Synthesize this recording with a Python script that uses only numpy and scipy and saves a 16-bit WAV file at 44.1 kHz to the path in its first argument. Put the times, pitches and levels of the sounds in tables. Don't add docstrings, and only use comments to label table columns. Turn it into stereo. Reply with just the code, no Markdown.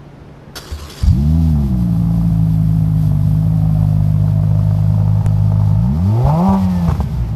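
import sys
import numpy as np
from scipy import signal
from scipy.fft import rfft, irfft, next_fast_len
from scipy.io import wavfile
from scipy.ndimage import uniform_filter1d, minimum_filter1d, map_coordinates

SR = 44100
rng = np.random.default_rng(int(sys.argv[2]) if len(sys.argv) > 2 else 0)


def dump(signal):
    limited = np.clip(np.atleast_2d(signal).T, -1, 1)
    pcm = np.round(limited * 32767).astype(np.int16)
    wavfile.write(sys.argv[1], SR, pcm)


N = 324339
FUEL_CUT_S, CUT_FALL_S, RESUME_S = 6.88, 0.1, 1


def amp(db):
    return np.exp(np.log(10) * np.asarray(db) / 20)


def unit(x):
    return x / np.sqrt(np.mean(x ** 2) + 1e-20)


def clock():
    return np.arange(N) / SR


def along(points, hz):
    f, v = np.transpose(points)
    return np.interp(np.log(hz + 1), np.log(f + 1), v)


def curves(rows):
    s, *cols = np.transpose(rows)
    return [np.interp(clock(), s, c) for c in cols]


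def ramp(start, end):
    return np.clip((clock() - start) / max(end - start, 1 / SR), 0, 1)


def swells(rows):
    return sum(amp(db) * np.exp(-((clock() - s) / width) ** 2 / 2) for s, db, width in rows)


def filtered(x, response):
    m = next_fast_len(N + SR // 2)
    return irfft(rfft(x, m) * response(np.fft.rfftfreq(m, 1 / SR)), m)[..., :N]


def modes(rows, hz):
    total = 0
    for k, (center, width, db) in enumerate(rows):
        damping = 1j * hz * width
        total = total + (-1) ** k * amp(db) * damping / (center * center - hz * hz + damping)
    return total


def per_firing(cycle):
    return map_coordinates(rng.standard_normal(int(cycle[-1]) + 4), [cycle], order=2)


# (frequency [Hz], coherence [-1 to 1])
EAR_LIKENESS = [(200, 1), (500, 1), (1000, 0.58), (2000, 0.056), (4000, 0.028), (12000, 0.039)]


def rush(spectrum):
    def turn(hz):
        return np.arccos(np.clip(along(EAR_LIKENESS, hz), -1, 1)) / 2

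    def mid_and_side(hz):
        return amp(along(spectrum, hz)) * [np.cos(turn(hz)), np.sin(turn(hz))]

    mid, side = filtered(rng.standard_normal((2, N)), mid_and_side)
    return np.array([mid + side, mid - side]) / np.std(mid)


def spread(x, wet_db=-9):
    t = np.arange(SR // 4) / SR
    tail = rng.standard_normal((2, len(t))) * amp(-60 * t / .08)
    return x + amp(wet_db) * signal.fftconvolve(x[None], tail / np.linalg.norm(tail[0]), axes=1)[:, :N]


def walked():
    return ramp(3.42, 5.15)


# (time [s], firing rate [Hz])
BANK_RATE = [(1.1, 44.98), (1.15, 60.94), (1.22, 72.6), (1.38, 83.05), (1.52, 77.3), (1.74, 61.7),
             (1.93, 56.32), (2.23, 56.06), (2.44, 53.72), (2.98, 52.58), (3.17, 49.25), (3.47, 53.26),
             (3.95, 50.77), (5.19, 52.05), (5.75, 51.25), (5.87, 61.74), (6.08, 100.2), (6.2, 121.9),
             (6.3, 145.4), (6.4, 172), (6.462, 194), (6.58, 192.5), (6.93, 162.1), (7.09, 131.3),
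             (7.35, 101.7)]


def firing_rate():
    return curves(BANK_RATE)[0]


def revs(idle_hz=52):
    return np.log2(firing_rate() / idle_hz)


# (starts opening [s], fully open [s], starts shutting [s], opening [0-1])
THROTTLE_MOVES = [(1.0, 1.126, 1.45, .4), (5.8, 6.278, 6.55, 1)]
SHUT_S = 0.12


def load():
    total = 0
    for opens, full, shuts, opening in THROTTLE_MOVES:
        total = total + opening * ramp(opens, full) * (1 - ramp(shuts, shuts + SHUT_S))
    return np.clip(total, 0, 1)


def overrun():
    shuts = THROTTLE_MOVES[-1][2]
    return ramp(shuts, shuts + SHUT_S)


def starved():
    empty = FUEL_CUT_S + CUT_FALL_S
    return ramp(FUEL_CUT_S, empty) * (1 - ramp(empty, empty + RESUME_S))


# (frequency [Hz], relative level per Hz [dB])
TRAFFIC_COLOUR = [(20, -11), (60, 1.5), (145, 0), (550, -11), (1400, -17.5), (6000, -36.5), (7500, -44),
                  (13000, -47)]


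def parking_lot(air_db=-37.5, hum_hz=143, hum_db=-39):
    hum = np.sin(2 * np.pi * hum_hz * clock() + 0.49 * per_firing(10 * clock()))
    return amp(air_db) * rush(TRAFFIC_COLOUR) + amp(hum_db) * hum


# (time [s], level [dB], decay time [s])
TOOTH_CLASHES = [(0.553, -22, 0.021), (0.567, -22, 0.013), (0.894, -27, 0.018), (0.957, -33, 0.019),
                 (0.984, -34, 0.0067)]


def clashes(rise_s=0.0046):
    out = 0
    for s, db, decay_s in TOOTH_CLASHES:
        t = np.maximum(clock() - s, 0)
        out = out + amp(db) * (1 - np.exp(-(t / rise_s) ** 2)) * np.exp(-t / decay_s)
    return out


# (frequency [Hz], width [Hz], relative level [dB])
METAL_RINGS = [(3350, 33, 2.5), (4730, 35, 4.5), (5240, 44, -1), (5640, 42, -3.5)]


def metal():
    return unit(filtered(rng.standard_normal((2, N)), lambda hz: modes(METAL_RINGS, hz)))


def churned(x, patchy_db):
    z = signal.stft(x, nperseg=512)[2]
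    field = uniform_filter1d(rng.standard_normal(z.shape[1:]), size=4, axis=0)
    field = uniform_filter1d(field, size=7, axis=1)
    return signal.istft(z * amp(patchy_db * unit(field)), nperseg=512)[1][:, :N]


# (frequency [Hz], relative level per Hz [dB])
GRIND_COLOUR = [(150, -5), (400, 2), (700, -8), (1020, 0), (1400, -4.5), (2400, -7), (3400, -7),
                (4800, -4.5), (5800, -10.5), (7500, -9.5), (9000, -16.5), (13000, -15.5)]
# (frequency [Hz], width [Hz], relative level [dB])
GEAR_RINGS = [(1440, 180, 3.5), (3320, 400, -1.5), (3950, 120, 2), (4580, 120, 4), (5340, 190, 2),
              (6270, 210, -2)]


def starter(grind_db=-38, ring_db=-8, whir_hz=1050, whir_db=-11, whir_waver=1.6, stroke_hz=10.7,
            labour_db=1.2, spin_up_db=2, gear_db=-1, scrape_db=-5):
    strokes = np.cos(2 * np.pi * stroke_hz * (clock() - GAS_SLUGS[0][0]))
    grind = amp(grind_db + labour_db * strokes + spin_up_db * ramp(.9, 1.02))
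    grind = grind * ramp(.545, .6) * (1 - ramp(1.03, 1.18))
    teeth = unit(amp(1.9 * per_firing(260 * clock()) + .5 * per_firing(25 * clock())))
    whir = amp(whir_db) * np.sin(2 * np.pi * whir_hz * clock() + whir_waver * per_firing(90 * clock()))
    scrape = rush([(300, 7.0), (1500, 3), (2300, -23), (3500, -7.0), (13000, -2.5)])
    gear = unit(filtered(rng.standard_normal((2, N)), lambda hz: modes(GEAR_RINGS, hz)))
    mesh = churned(rush(GRIND_COLOUR) + amp(ring_db) * metal(), patchy_db=2.8)
    clash = clashes() * (amp(gear_db) * gear + amp(scrape_db) * scrape)
    return teeth * (grind * (mesh + whir) + clash)


# (time [s], level [dB], ring frequency [Hz], time to die by 60 dB [s])
GAS_SLUGS = [(0.713, -12, 74.2, 0.27), (0.806, -20, 75, 0.25), (1.027, -1, 82.6, 0.17),
             (1.061, 2, 62, 0.19), (1.092, 6, 82, .08), (6.24, 7, 80, 0.048), (6.312, -2.5, 79, 0.079),
             (6.48, 3, 91, 0.096), (6.879, 2, 80, 0.098), (6.905, -3, 149.9, 0.11), (6.981, -7, 71.9, 0.16)]


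def thumps(rise_s=0.0085):
    out = np.zeros(N)
    for s, db, hz, t60 in GAS_SLUGS:
        t = np.maximum(clock() - s, 0)
        swell = amp(db - 60 * t / t60) * (1 - np.exp(-(t / rise_s) ** 2))
        out -= swell * np.sin(2 * np.pi * hz * t)
    return out


# (frequency [Hz], width [Hz],
# relative level at the door [dB], at the rear wheel [dB], behind [dB])
PIPE_RINGS = [(403, 41, -6, -56, -8), (508, 44, -12.5, -11, -6), (643, 77, -4, 1, -1.5),
              (752, 41, -3.5, -8.5, -6.5), (826, 43, -11, -24, 1.5), (930, 86, -35, -31.5, -5),
              (1128, 380, -18, -27, -11.5), (1336, 160, -24, -24, -27)]


def tailpipes(x, cut_hz=1450, drift_db=2, drift_hz=3):
    where, heard = walked(), 0
    for k, (hz, width, *heard_db) in enumerate(PIPE_RINGS):
        knots = rng.standard_normal(N // SR * 10)
        drift = np.interp(drift_hz * clock(), np.arange(len(knots)), knots)
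        gain = amp(np.interp(where, [0, .5, 1], heard_db) + drift_db * drift)
        heard = heard + (-1) ** k * gain * signal.lfilter(*signal.iirpeak(hz, hz / width, fs=SR), x)
    ring = signal.sosfilt(signal.butter(N=6, Wn=cut_hz, fs=SR, output="sos"), heard)
    power = np.abs(uniform_filter1d(ring ** 2, size=SR // 5))
    return ring / np.sqrt(power + 1e-12)


# (peak time [s], added level over the rasp [dB], half-length [s])
LOAD_BARKS = [(1.61, -9, 0.038), (2.15, -6.5, 0.12), (3.62, -12, 0.15), (6.285, -3, 0.017)]


def rasp_level(door_db=-41.0, behind_db=5.0, octave_db=1, load_db=7.5, load_power=4, starved_db=-10):
    db = door_db + behind_db * np.sqrt(walked()) + octave_db * revs() * walked()
    db = db + load_db * load() ** load_power + starved_db * starved()
    return amp(db) * (1 + swells(LOAD_BARKS)) * np.sqrt(ramp(0.95, 1.28))


# (frequency [Hz], relative level per Hz [dB])
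GAS_COLOUR = [(150, -23), (260, -11), (380, -27), (520, 1.5), (650, 6), (900, 9), (1300, -2.5),
              (1600, -17.5), (2500, -14), (5000, -38)]
CYLINDER_LEVELS = [2, -0.5, 1, 3]


def rasp(cycle, clean, uneven, scatter_db=1.7, other_bank_db=-7, jitter_s=0.00062, pulse_db=-1.0,
         flow_db=-2, hollow_db=-2, puff_depth=0.94):
    at = np.flatnonzero(np.diff(np.floor(np.maximum(2 * cycle - .65, 0))))
    size, delay = rng.standard_normal((len(at), 2)).T
    shift = (SR * jitter_s * uneven[at] ** 2 * delay).astype(int)
    arrival = np.clip(at + shift, 0, N - 1)
    turn = np.arange(len(at))
    cylinder_db = np.take(CYLINDER_LEVELS, turn // 2, mode="wrap")
    fronts = np.zeros(N)
    fronts[arrival] = amp(scatter_db * uneven[at] * np.minimum(size, 2) + cylinder_db + other_bank_db * (turn % 2))
    crank = np.pi * (cycle - .9)
    swell = unit(np.exp(puff_depth * (np.cos(2 * crank) + 0.27 * np.cos(crank))))
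    inside = amp(hollow_db) * tailpipes(rush(GAS_COLOUR) * swell)
    puffs = inside + amp(flow_db) * rush(GAS_COLOUR) * swell
    clean = np.clip(clean, 0, 1)
    mix = amp(pulse_db) * np.sqrt(clean) * spread(tailpipes(fronts)) + np.sqrt(1 - clean) * puffs
    return rasp_level() * mix


# (time [s], delay [ms])
CAR_ECHO = [(3.3, 6), (3.8, 6.73), (4.4, 7.876), (5.5, 7.78)]


def echo(x, db=-7):
    late = np.arange(N) - curves(CAR_ECHO)[0] * SR / 1000
    reflection = np.array([np.interp(late, np.arange(N), ear) for ear in x])
    return (x + amp(db) * reflection) / np.sqrt(1 + amp(db) ** 2)


# (frequency [Hz], relative level per Hz [dB])
GURGLE_COLOUR = [(20, -27), (38, -31), (55, 2.5), (75, -3), (110, -3), (170, -4.5), (210, -10),
                 (270, -27.5), (400, -45), (700, -66.5)]


def burble(door_db=-24, behind_db=-2.0, load_db=-9, starved_db=6, stir_db=-23, stir_s=0.038):
    steady_db = door_db + behind_db * walked() + load_db * np.sqrt(load()) + starved_db * starved()
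    steady = amp(steady_db) * ramp(1.0, 1.025)
    stirred = 0
    for s, db, _, _ in GAS_SLUGS:
        stirred = stirred + amp(db + stir_db) * ramp(s, s + 0.0077) * np.exp(-np.abs(clock() - s - .02) / stir_s)
    return (steady + stirred) * rush(GURGLE_COLOUR)


def bay_levels(clatter_db=-53.5, clatter_behind_db=1.0, clatter_octave_db=4.0, cold_db=7, cold_s=0.39,
               fizz_db=-55, fizz_behind_db=-4.5, fizz_octave_db=3.0, coast_db=-7.5):
    cold = np.exp(-np.maximum(clock() - BANK_RATE[0][0], 0) / cold_s)
    coast = coast_db * ramp(FUEL_CUT_S, FUEL_CUT_S + 0.51)
    clatter = clatter_db + clatter_behind_db * walked() + clatter_octave_db * revs() + cold_db * cold + coast
    fizz = fizz_db + (fizz_behind_db + fizz_octave_db * revs()) * walked() + coast
    return clatter, fizz


# (frequency [Hz], relative level per Hz [dB])
CLATTER_COLOUR = [(700, -23), (1400, -10), (3300, -3), (5000, -2.5), (9000, -15), (13000, -34)]
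# (frequency [Hz], relative level per Hz [dB])
FIZZ_COLOUR = [(6000, -29), (8000, -5.5), (9500, -8.5), (12000, 2.5), (14000, -4.5)]


def engine_bay(cycle, tick_db=5, tick_decay=5, tick_depth=0.29, clatter_db=-1.5, fizz_db=3.5, metal_db=-8,
               waver_db=1.5):
    clatter, fizz = bay_levels()
    beat = 2 * cycle
    sizes = amp(tick_db * rng.standard_normal(int(beat[-1]) + 2))[beat.astype(int)]
    ticks = unit(1 + tick_depth * sizes * np.exp(-tick_decay * (beat % 1)))
    ticks = ticks * amp(waver_db * per_firing(cycle / len(CYLINDER_LEVELS)))
    parts = amp(clatter_db) * rush(CLATTER_COLOUR) + amp(metal_db) * metal()
    return (amp(clatter) * parts + amp(fizz + fizz_db) * rush(FIZZ_COLOUR)) * ticks * ramp(1.0, 1.15)


# (frequency [Hz], level at the door [dB], level behind [dB])
MUFFLER_PASS = [(50.3, -24.5, -25.5), (80, -13.5, -17), (101.5, -17, -12.5), (132, -22, -15.5),
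                (153.3, -13.5, -18), (205, -18, -15), (237.5, -20.5, -25), (290, -22.5, -50.5),
                (340, -19, -28.5), (397, -40, -26.5), (517.1, -68.5, -48)]
# (multiple of the firing rate, relative level [dB])
PULSE_HARMONICS = [(1, -0.5), (2, -0.5), (3, -0.5), (4, -16), (5, -11)]
# (time [s], share of the pulse lost [0-1])
WEAK_FIRINGS = [(1.685, 0.46), (5.234, 0.98), (5.372, 0.3)]
# (peak time [s], level [dB], half-length [s])
LOPING_SPELLS = [(6.645, -15, 0.026), (6.8, -21, 0.059), (7.19, -17.5, 0.048)]


def boom(cycle, uneven, size_scatter=0.022, timing_scatter=0.0066, blur=0.11, load_db=4.5, rounding_db=-1.0,
         overrun_db=1.5, starved_db=-15):
    phase = 2 * np.pi * (cycle + timing_scatter * uneven * per_firing(cycle))
    rate, where, octaves, tone = firing_rate(), walked(), revs(), 0
    hz, door, behind = np.transpose(MUFFLER_PASS)
    overlap_db = np.interp(rate, [91.5, 145], [0, -19])
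    for k, (_, db) in enumerate(PULSE_HARMONICS, 1):
        passed_db = (1 - where) * along(np.c_[hz, door], k * rate) + where * along(np.c_[hz, behind], k * rate)
        pulse_db = db + rounding_db * (k - 1) * octaves + overlap_db * (k % 2 == 0)
        lag = (k == 1) * np.pi / 3
        lag = lag + (k % 2) * k * np.pi / 2 * octaves
        lag = lag + blur * (k - 1) * uneven * per_firing(cycle)
        tone = tone + amp(pulse_db + passed_db) * np.cos(k * phase - lag)
    size = amp(load_db * load() ** 3 + overrun_db * overrun() + starved_db * starved())
    size = size * (1 + size_scatter * uneven * per_firing(cycle))
    for s, lost in WEAK_FIRINGS:
        size = size * (1 - lost * np.exp(-((clock() - s) / 0.013) ** 2))
    loping = swells(LOPING_SPELLS) * np.cos(phase / 2)
    return np.sqrt(2) * (tone * size + loping) * ramp(1.05, 1.084)


# (time [s], level [dB], time to die by 60 dB [s])
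PIPE_KNOCKS = [(1.553, -27, .04), (3.117, -30, .03), (3.791, -27, .035), (3.829, -25, .035),
               (4.279, -26, .04), (4.433, -25, .04), (4.512, -25, .035), (4.552, -23, .03),
               (4.59, -21.5, .04), (4.71, -26, .035), (4.787, -26, .03), (4.867, -28, .03),
               (4.943, -24, .035), (5.001, -25, .035), (5.077, -25, .035), (5.211, -26, .03),
               (5.519, -23, .04), (5.616, -26, .03), (6.486, -32, .09), (6.53, -31, .08), (6.881, -27.5, .06),
               (6.895, -28, .06), (6.911, -26, .06), (6.948, -35, .11), (7.004, -15.5, .03)]


def pops():
    blast, ring = np.zeros((2, N + SR))
    t, where = np.arange(SR // 8) / SR, walked()
    for (s, db, t60), chance in zip(PIPE_KNOCKS, rng.standard_normal((len(PIPE_KNOCKS), len(PIPE_RINGS)))):
        at = round(s * SR)
        fade = amp(db - 60 * t / t60) * (1 - np.exp(-t / .0008))
        blast[at:at + len(t)] += amp(np.interp(t60, [.04, .06], [-5, 8])) * fade
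        for (hz, _, *heard_db), luck in zip(PIPE_RINGS, chance):
            level = amp(np.interp(where[at], [0, .5, 1], heard_db))
            ring[at:at + len(t)] += fade * level * np.sin(2 * np.pi * hz * t + luck / 2)
    gas_colour = [(150, -20.0), (400, 10.5), (550, -5.0), (900, 8.0), (1250, 1), (1700, -13), (6000, -19.5),
                  (13000, -47)]
    return spread(ring[:N] + blast[:N] * rush(gas_colour)[0])


# (frequency [Hz], relative level per Hz [dB])
INTAKE_COLOUR = [(600, -25), (1150, 2), (2100, 14), (3200, 5), (6000, -29)]


def intake(db=-48, octave_db=9):
    return amp(db + octave_db * (revs() - revs().max())) * walked() * rush(INTAKE_COLOUR)


def click(at_s=5.2633):
    t = np.maximum(np.arange(N) - round(at_s * SR), -1) / SR
    thud, snap = np.exp(-t / .003), np.exp(-t / .00004)
    return -.34 * (t >= 0) * (thud + .5 * snap)


# (multiple of the firing rate, relative level [dB])
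SNARL_ORDERS = [(2, -11), (3, 0), (3.5, -9), (4, 0), (4.5, -10), (5, -2), (6, -2), (7, -8)]
# (frequency [Hz], relative level [dB])
VALVE_PASS = [(300, 1), (370, 7.5), (440, -12), (510, 2), (560, -6), (680, 0), (730, -7), (775, 2),
              (815, -2), (865, 6), (920, -2), (965, 5), (1030, -10), (1180, -5), (1500, -25)]


def snarl(cycle, db=-27.5, unloaded_db=-15, from_hz=85, full_hz=115, flutter_db=2.4, jitter=.011):
    rate, tone = firing_rate(), 0
    phase = 2 * np.pi * (cycle + jitter * per_firing(cycle))
    for k, order_db in SNARL_ORDERS:
        flutter = flutter_db * per_firing(cycle / len(CYLINDER_LEVELS))
        tone = tone + amp(order_db + along(VALVE_PASS, k * rate) + flutter) * np.cos(k * phase + k * k)
    opened = np.interp(rate, [from_hz, full_hz], [0, 1]) * (1 - starved())
    return spread(np.sqrt(2) * tone * opened * amp(db + unloaded_db * (1 - load() ** 2)))


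# (time [s], frequency [Hz], level [dB])
TURBO_WHISTLE = [(6.2, 2200, -100), (6.45, 2080, -64), (6.68, 1850, -56), (6.76, 1785, -50),
                 (7.02, 1580, -55), (7.25, 1385, -63), (7.35, 1320, -72)]


def turbo(waver=0.45, flicker_db=3.5):
    hz, db = curves(TURBO_WHISTLE)
    level = amp(db + flicker_db * per_firing(25 * clock()))
    phase = 2 * np.pi * np.cumsum(hz) / SR + waver * per_firing(60 * clock())
    return spread(np.sqrt(2) * level * np.sin(phase))


def scene(clean_door=.6, clean_behind=.7, clean_octave=-.18, clean_starved=.2, steadying=.7):
    cycle = np.cumsum(firing_rate()) / SR
    clean = clean_door + (clean_behind - clean_door) * walked() + clean_octave * revs()
    clean = clean - clean_starved * starved()
    coasting = overrun() * (1 - ramp(FUEL_CUT_S - .2, FUEL_CUT_S))
    uneven = 1 - steadying * np.maximum(load(), coasting)
    exhaust = thumps() + echo(rasp(cycle, clean, uneven)) + burble() + boom(cycle, uneven) + pops() + snarl(cycle)
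    return parking_lot() + starter() + exhaust + engine_bay(cycle) + intake() + click() + turbo()


# (frequency [Hz], left minus right [dB])
TREBLE_LEAN = [(200, 0.4), (600, 1), (1500, -0.5), (3300, -3), (6400, -5.5), (12600, -5)]


def record(dry, lag_s=0.00011, top_hz=13200):
    side = np.array([[.5], [-.5]])
    needed = np.minimum(1, .9 / (np.abs(dry).max(axis=0) + 1e-9))
    gain = uniform_filter1d(minimum_filter1d(needed, size=SR // 50), size=SR // 50)

    def ears(hz):
        delay = np.exp(-2j * np.pi * hz * lag_s * side)
        return amp(side * along(TREBLE_LEAN, hz)) * delay * (hz < top_hz)

    return filtered(dry * gain, ears)


dry = scene()
out = record(dry)
dump(out)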